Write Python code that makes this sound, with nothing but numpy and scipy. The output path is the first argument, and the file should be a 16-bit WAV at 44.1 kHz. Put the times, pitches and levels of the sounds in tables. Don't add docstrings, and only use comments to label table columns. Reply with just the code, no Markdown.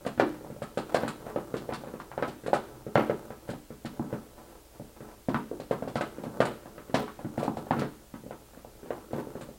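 import sys
import numpy as np
from scipy import signal
from scipy.fft import rfft, irfft
from scipy.io import wavfile

SR = 44100
rng = np.random.default_rng(int(sys.argv[2]) if len(sys.argv) > 2 else 0)


def transcribe(u):
    v = np.clip(np.atleast_2d(u).T, -1, 1)
    q = np.round(v * 32767).astype(np.int16)
    wavfile.write(sys.argv[1], SR, q)


def boost_factor(decibels):
    exponent = np.asarray(decibels, float) / 20
    return 10 ** exponent


N = 422478

# (time [s], knock level [dB], knock pitch [Hz],
# low push re knock [dB], paper slap re knock [dB])
HAND_PATS = [(0.049, -30, 530, -6, -6), (0.063, -19, 560, -5, -11.5), (0.175, -31, 530, 5, -5),
             (0.196, -6, 620, -48, -11), (0.408, -37, 460, -10, -15), (0.445, -31, 686, -7, -23),
             (0.5, -31, 480, -1, -15), (0.562, -36, 520, -4, -17), (0.618, -22.5, 575, -7.5, -12),
             (0.772, -16.5, 500, -9, -10.5), (0.944, -8, 626, -18, -12), (1.032, -17.5, 516, -6, -10.5),
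             (1.077, -23.5, 1140, -6.5, -10), (1.265, -28, 604, -9, -10), (1.359, -16, 534, -11, -16.5),
             (1.507, -43, 450, 0, -17), (1.539, -19, 420, -6.5, -12.5), (1.689, -20, 525, -15, -13),
             (1.722, -24, 790, -3.5, -7), (1.835, -29, 606, -12, -14), (1.871, -30, 510, -5, -13),
             (1.937, -29, 450, -4.5, -10), (1.999, -27.5, 1050, -13, -15), (2.114, -29, 916, -22, -10.5),
             (2.176, -18.5, 590, -14, -13), (2.223, -15, 540, -19, -8), (2.279, -27, 653, -2.5, -23),
             (2.435, -36.5, 412, -1, -8), (2.461, -25.5, 440, -5, -7.5), (2.48, -19.5, 540, -12, -37),
             (2.53, -7, 673, -38, -15), (2.864, -28, 415, -1.5, -17), (2.954, -6, 660, -10, -8.5),
             (2.993, -13.5, 600, -35, -16), (3.095, -13.5, 505, -14, -16), (3.303, -27, 535, -8.5, -12.5),
             (3.489, -23.5, 533, -2.5, -10), (3.534, -29, 570, -0.5, -19), (3.703, -31.5, 435, -1, -15.5),
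             (3.847, -27.5, 594, 3, -10), (3.994, -24, 700, 5, -35), (4.126, -23, 480, 0.5, -13),
             (4.158, -35, 440, -7, -26), (4.796, -31.5, 575, 0.5, -22), (5.004, -35, 442, -1, -9),
             (5.284, -16.5, 560, 1, -16), (5.343, -15, 1040, -4, -11), (5.512, -23, 414, -27, -43),
             (5.598, -26, 550, -6, -17.5), (5.709, -12.5, 518, -9, -15.5), (5.822, -20.5, 573, -4.5, -19),
             (5.874, -22, 535, -7.5, -18), (5.955, -15, 595, -5.5, -13), (6.008, -17.5, 654, -30, -6.5),
             (6.182, -31.5, 430, -0.5, -12.5), (6.236, -25.5, 646, -5.5, -13), (6.267, -30, 564, 3, -30),
             (6.402, -7, 564, -10, -9.5), (6.453, -21, 716, -27, -6.5), (6.656, -32.5, 700, -5, -10),
             (6.778, -35, 530, -7, -4.5), (6.895, -34, 383, 0, -9), (6.941, -10.5, 640, -4.5, -9.5),
             (7.078, -29.5, 1120, -28, -11), (7.19, -29.5, 680, -8, -12), (7.245, -30, 620, 7.5, -14),
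             (7.377, -18.5, 580, 0, -17), (7.428, -17.5, 556, -15, -21), (7.478, -17, 760, -3, -27),
             (7.569, -20.5, 660, -6.5, -21), (7.667, -32, 640, -30, -15), (7.707, -10.5, 756, -6.5, -14),
             (7.765, -27.5, 413, 5, -8), (7.786, -26, 603, 6, -4.5), (7.818, -18, 483, -2.5, -11),
             (8.138, -36.5, 535, 5.5, -3), (8.235, -41, 420, 4, -20), (8.262, -33, 465, -3, -24),
             (8.307, -25.5, 590, -15, -14), (8.533, -42, 564, -5, -10), (8.572, -39, 507, 2, -11),
             (8.646, -31.5, 605, -15, -37), (8.829, -37, 398, -2, -10), (8.858, -34.5, 514, -4, -15),
             (8.904, -18, 540, -36, -16), (9.107, -33, 387, -13, -15), (9.131, -19, 554, -4, -19),
             (9.181, -25.5, 435, -11, -15), (9.269, -31, 450, -2, -28), (9.352, -27, 475, -3.5, -17),
             (9.408, -32, 536, -1.5, -7), (9.487, -34, 485, -3, -22)]


def unit(x):
    return x / np.sqrt(np.mean(x ** 2))


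def fade(t, t60):
    return np.exp(-np.log(1000) * t / t60)


def band(x, lo_hz, hi_hz):
    return signal.sosfilt(signal.butter(2, [lo_hz, hi_hz], "bandpass", fs=SR, output="sos"), x)


def colour(x, points):
    hz, db = np.transpose(points)
    f = np.maximum(np.arange(len(x) // 2 + 1) * SR / len(x), 1)
    gain = boost_factor(np.interp(np.log(f), np.log(hz), db))
    return unit(irfft(rfft(x) * gain, len(x)))


def grains(rate, spread_db):
    when = rng.random(N)
    size = rng.exponential(size=N)
    sign = rng.standard_normal(N)
    return unit((when < rate / SR) * boost_factor(spread_db * np.minimum(size, 2)) * sign)


def swing(t, hz, turns):
    x = t * hz * 2 / turns
    return np.sin(2 * np.pi * hz * t) * x * np.exp(1 - x)


def swell(t, peak_s):
    return (t / peak_s) ** 0.25 * np.exp((1 - t / peak_s) / 4)


def background():
    # (frequency [Hz], relative level [dB])
    floor_colour = [(15, -1.5), (27, 7.5), (42, 10), (60, -6), (100, 4), (200, -11.5), (600, -5),
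                    (1200, -13.5), (2400, -15.5), (5400, -17), (8000, -16), (14800, -18), (16000, -15)]
    floor_db, hum_db, hum_hz = -56, -62, 59.5
    noise = colour(rng.standard_normal(N), floor_colour)
    hum = np.sqrt(2) * np.sin(2 * np.pi * hum_hz * np.arange(N) / SR)
    return boost_factor(floor_db) * noise + boost_factor(hum_db) * hum


def drag():
    # (time [s], creak level [dB])
    drag_levels = [(0.0, -54.5), (0.8, -61), (0.93, -55), (1.76, -48), (2.3, -59.5), (2.9, -58.5),
                   (3.3, -53), (3.65, -73), (4.0, -51.5), (4.6, -65), (5.3, -65), (5.87, -57), (6.35, -48),
                   (6.75, -60.5), (7.66, -51), (8.0, -68), (8.7, -63), (9.26, -53.5), (9.58, -64)]
    # (frequency [Hz], relative level [dB])
    creak_colour = [(60, -7), (140, 0), (230, -1), (500, 1.5), (900, -4), (1500, -11), (2500, -33),
                    (5000, -30)]
    settle_db, settle_t60_s = -35, 0.88
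    t = np.arange(N) / SR
    s, creak_db = np.transpose(drag_levels)
    pat_power = np.zeros(N)
    for at, knock_db, *_ in HAND_PATS:
        pat_power[int(at * SR)] = boost_factor(knock_db + settle_db) ** 2
    keep = fade(2 / SR, settle_t60_s)
    settle_power = signal.lfilter([1], [1, -keep], pat_power)
    creak = colour(grains(rate=450, spread_db=3.5), creak_colour)
    drag_power = boost_factor(np.interp(t, s, creak_db)) ** 2
    return np.sqrt(drag_power + settle_power) * creak


def pats(count=5, contact_s=0.00175, slap_s=0.0045, fingers_s=0.025, fingers_db=-14):
    out = np.zeros((count, N + 8192))
    t = np.arange(4096) / SR
    spot = rng.integers(0, count, 400)
    chance = rng.random((400, 2, 3))
    flutter = unit(band(band(grains(rate=3000, spread_db=2.5), 580, 1730), 580, 5070))
    for k, (s, db, hz, push_db, slap_db) in enumerate(HAND_PATS):
        i = int((s + contact_s) * SR)
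        knock = swing(t, hz, turns=1.034)
        for late, size in chance[k].T:
            finger_t = np.maximum(t - fingers_s * (late + 0.1532), 0)
            knock += boost_factor(fingers_db) * swing(finger_t, hz * (0.51 + 1.33 * size), turns=1.0)
        push = boost_factor(push_db) * swing(t, hz=241.0, turns=0.63)
        snap = swing(t, hz=1415.0, turns=1.0) + boost_factor(-6.5) * swing(t, hz=2500.0, turns=0.54)
        rattle = boost_factor(-10.5) * np.roll(flutter, -i)[:len(t)] * swell(t, slap_s)
        slap = boost_factor(slap_db) * (snap + rattle)
        out[spot[k], i:i + len(t)] += boost_factor(db) * (knock + push + slap)
    return out[:, :N]


def tape():
    # (time [s], level before filtering [dB], fine crackle re level [dB])
    cracks = [(0.062, -38.5, -6), (0.1954, -35.5, -34), (0.623, -43, -5), (0.775, -36.5, -7),
              (0.9434, -28.5, -10), (1.0776, -34.5, -3), (1.5399, -53, 2), (1.5668, -40, -14),
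              (1.735, -35, -10), (1.997, -48, -14), (2.2243, -58, -24), (2.2782, -42, -11),
              (2.4645, -40.5, -4), (2.534, -32.5, -7.5), (2.952, -44, -30), (3.4795, -51, -4),
              (3.5, -43, -6), (3.8537, -39.5, -11), (5.288, -45, -13), (5.342, -52, -19), (5.599, -44, -11),
              (5.7109, -46.5, -6), (5.88, -45, -11), (5.9547, -36, -14), (6.0087, -38.5, -9),
              (6.2352, -47, -9), (6.4043, -34.5, -7), (6.4525, -37.5, -2.5), (6.9442, -27, -15),
              (7.3781, -49, -3), (7.3921, -47, -7), (7.431, -39.5, -9), (7.5687, -45, -7),
              (7.7094, -57, -17), (7.7926, -35.5, -18), (7.8186, -56, -18), (9.1257, -52, -4),
              (9.412, -43.5, -3)]
    coarse, fine = np.zeros(N + 8192), np.zeros(N + 8192)
    t = np.arange(8192) / SR
    for s, db, fine_db in cracks:
        i = int(s * SR)
        burst = boost_factor(db) * swell(t, peak_s=0.0042)
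        coarse[i:i + len(t)] += burst
        fine[i:i + len(t)] += boost_factor(fine_db) * burst
    clicks = grains(rate=7000, spread_db=2.5)
    coarse_crackle = band(coarse[:N] * clicks, 1630, 5290)
    fine_crackle = band(band(fine[:N] * clicks, 5970, 11100), 2100, 8100)
    return coarse_crackle + fine_crackle


def slides():
    # (start [s], length [s], level [dB])
    skids = [(0.882, 0.07, -43), (0.994, 0.049, -36.5), (1.244, 0.093, -45), (2.248, 0.062, -44),
             (2.547, 0.076, -49), (3.01, 0.088, -44), (3.475, 0.047, -41), (4.092, 0.08, -47),
             (4.365, 0.067, -51), (4.447, 0.12, -54.5), (4.728, 0.055, -53), (4.958, 0.029, -51),
             (5.017, 0.13, -52), (5.307, .1, -45), (6.957, 0.088, -38.5), (7.37, 0.13, -42.5),
             (7.718, 0.15, -45.5), (8.914, 0.11, -53), (9.138, 0.083, -44), (9.302, 0.21, -58)]
    # (frequency [Hz], relative level [dB])
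    scrape_colour = [(100, -6), (250, 0), (600, 4), (1100, -4.5), (1900, -14.5), (3000, -23.5),
                     (6000, -28.5)]
    edge_s = 0.014
    t, gate = np.arange(N) / SR, np.zeros(N)
    for s, length, db in skids:
        to_nearest_end = np.minimum(t - s, s + length - t)
        gate += boost_factor(db) * np.clip(to_nearest_end / edge_s, 0, 1)
    return gate * colour(grains(rate=900, spread_db=3.0), scrape_colour)


def space(board_db, build_s):
    # (frequency [Hz], level re board_db [dB], t60 [s])
    board_modes = [(142.8, 1, 0.28), (221.4, -7, 0.68), (304, -1.5, 0.46), (345.5, -1.5, 0.43),
                   (393.2, -5.5, 0.43), (421.7, 1, 0.25), (510, -17.5, 0.11), (595, 8.5, 0.06),
                   (700, -29, 0.16), (814, -10, 0.25), (1003, -12, 0.16), (1304, 8, 0.14),
                   (1620, -26, 0.069)]
    # (band centre [Hz], relative level [dB], t60 [s])
    room_bands = [(122, -3.5, 0.17), (271, -3, 0.28), (534, -21.5, 0.12), (1037, -6.5, 0.21),
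                  (1920, -22, 0.55), (3540, -14.5, 0.45), (8300, -25, 0.83)]
    t = np.arange(SR // 2) / SR
    out = np.zeros(len(t))
    for hz, db, t60 in board_modes:
        strength = boost_factor(board_db + db + 3 * rng.standard_normal()) * rng.choice([-1, 1])
        out += strength * np.sin(2 * np.pi * hz * t) * fade(t, t60)
    for hz, db, t60 in room_bands:
        noise = unit(band(rng.standard_normal(len(t)), hz / np.sqrt(2), hz * np.sqrt(2)))
        level = boost_factor(db) * np.sqrt(hz) / SR * 20
        out += level * noise * fade(t, t60) * (1 - np.exp(-t / build_s))
    out[0] += 1
    return out


def scene():
    spots = pats()
    spots[0] += drag()
    spots[1] += tape()
    spots[2] += slides()
    near = sum(signal.fftconvolve(x, space(board_db=-55, build_s=0.0013))[:N] for x in spots)
    near = band(near, 87, 20000)
    return np.tile(near + background(), (2, 1))


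def roll_off(x):
    return signal.sosfilt(signal.butter(12, 16830, fs=SR, output="sos"), x)


def record(dry):
    noise_db, top_hz = -73.5, 15800
    channel_noise = boost_factor(noise_db) * band(rng.standard_normal(dry.shape), 930, 8600)
    top_cut = signal.ellip(8, 0.2, 70, top_hz, fs=SR, output="sos")
    mix = signal.sosfilt(top_cut, dry + channel_noise)
    return roll_off(mix)


dry = scene()
out = record(dry)
transcribe(out)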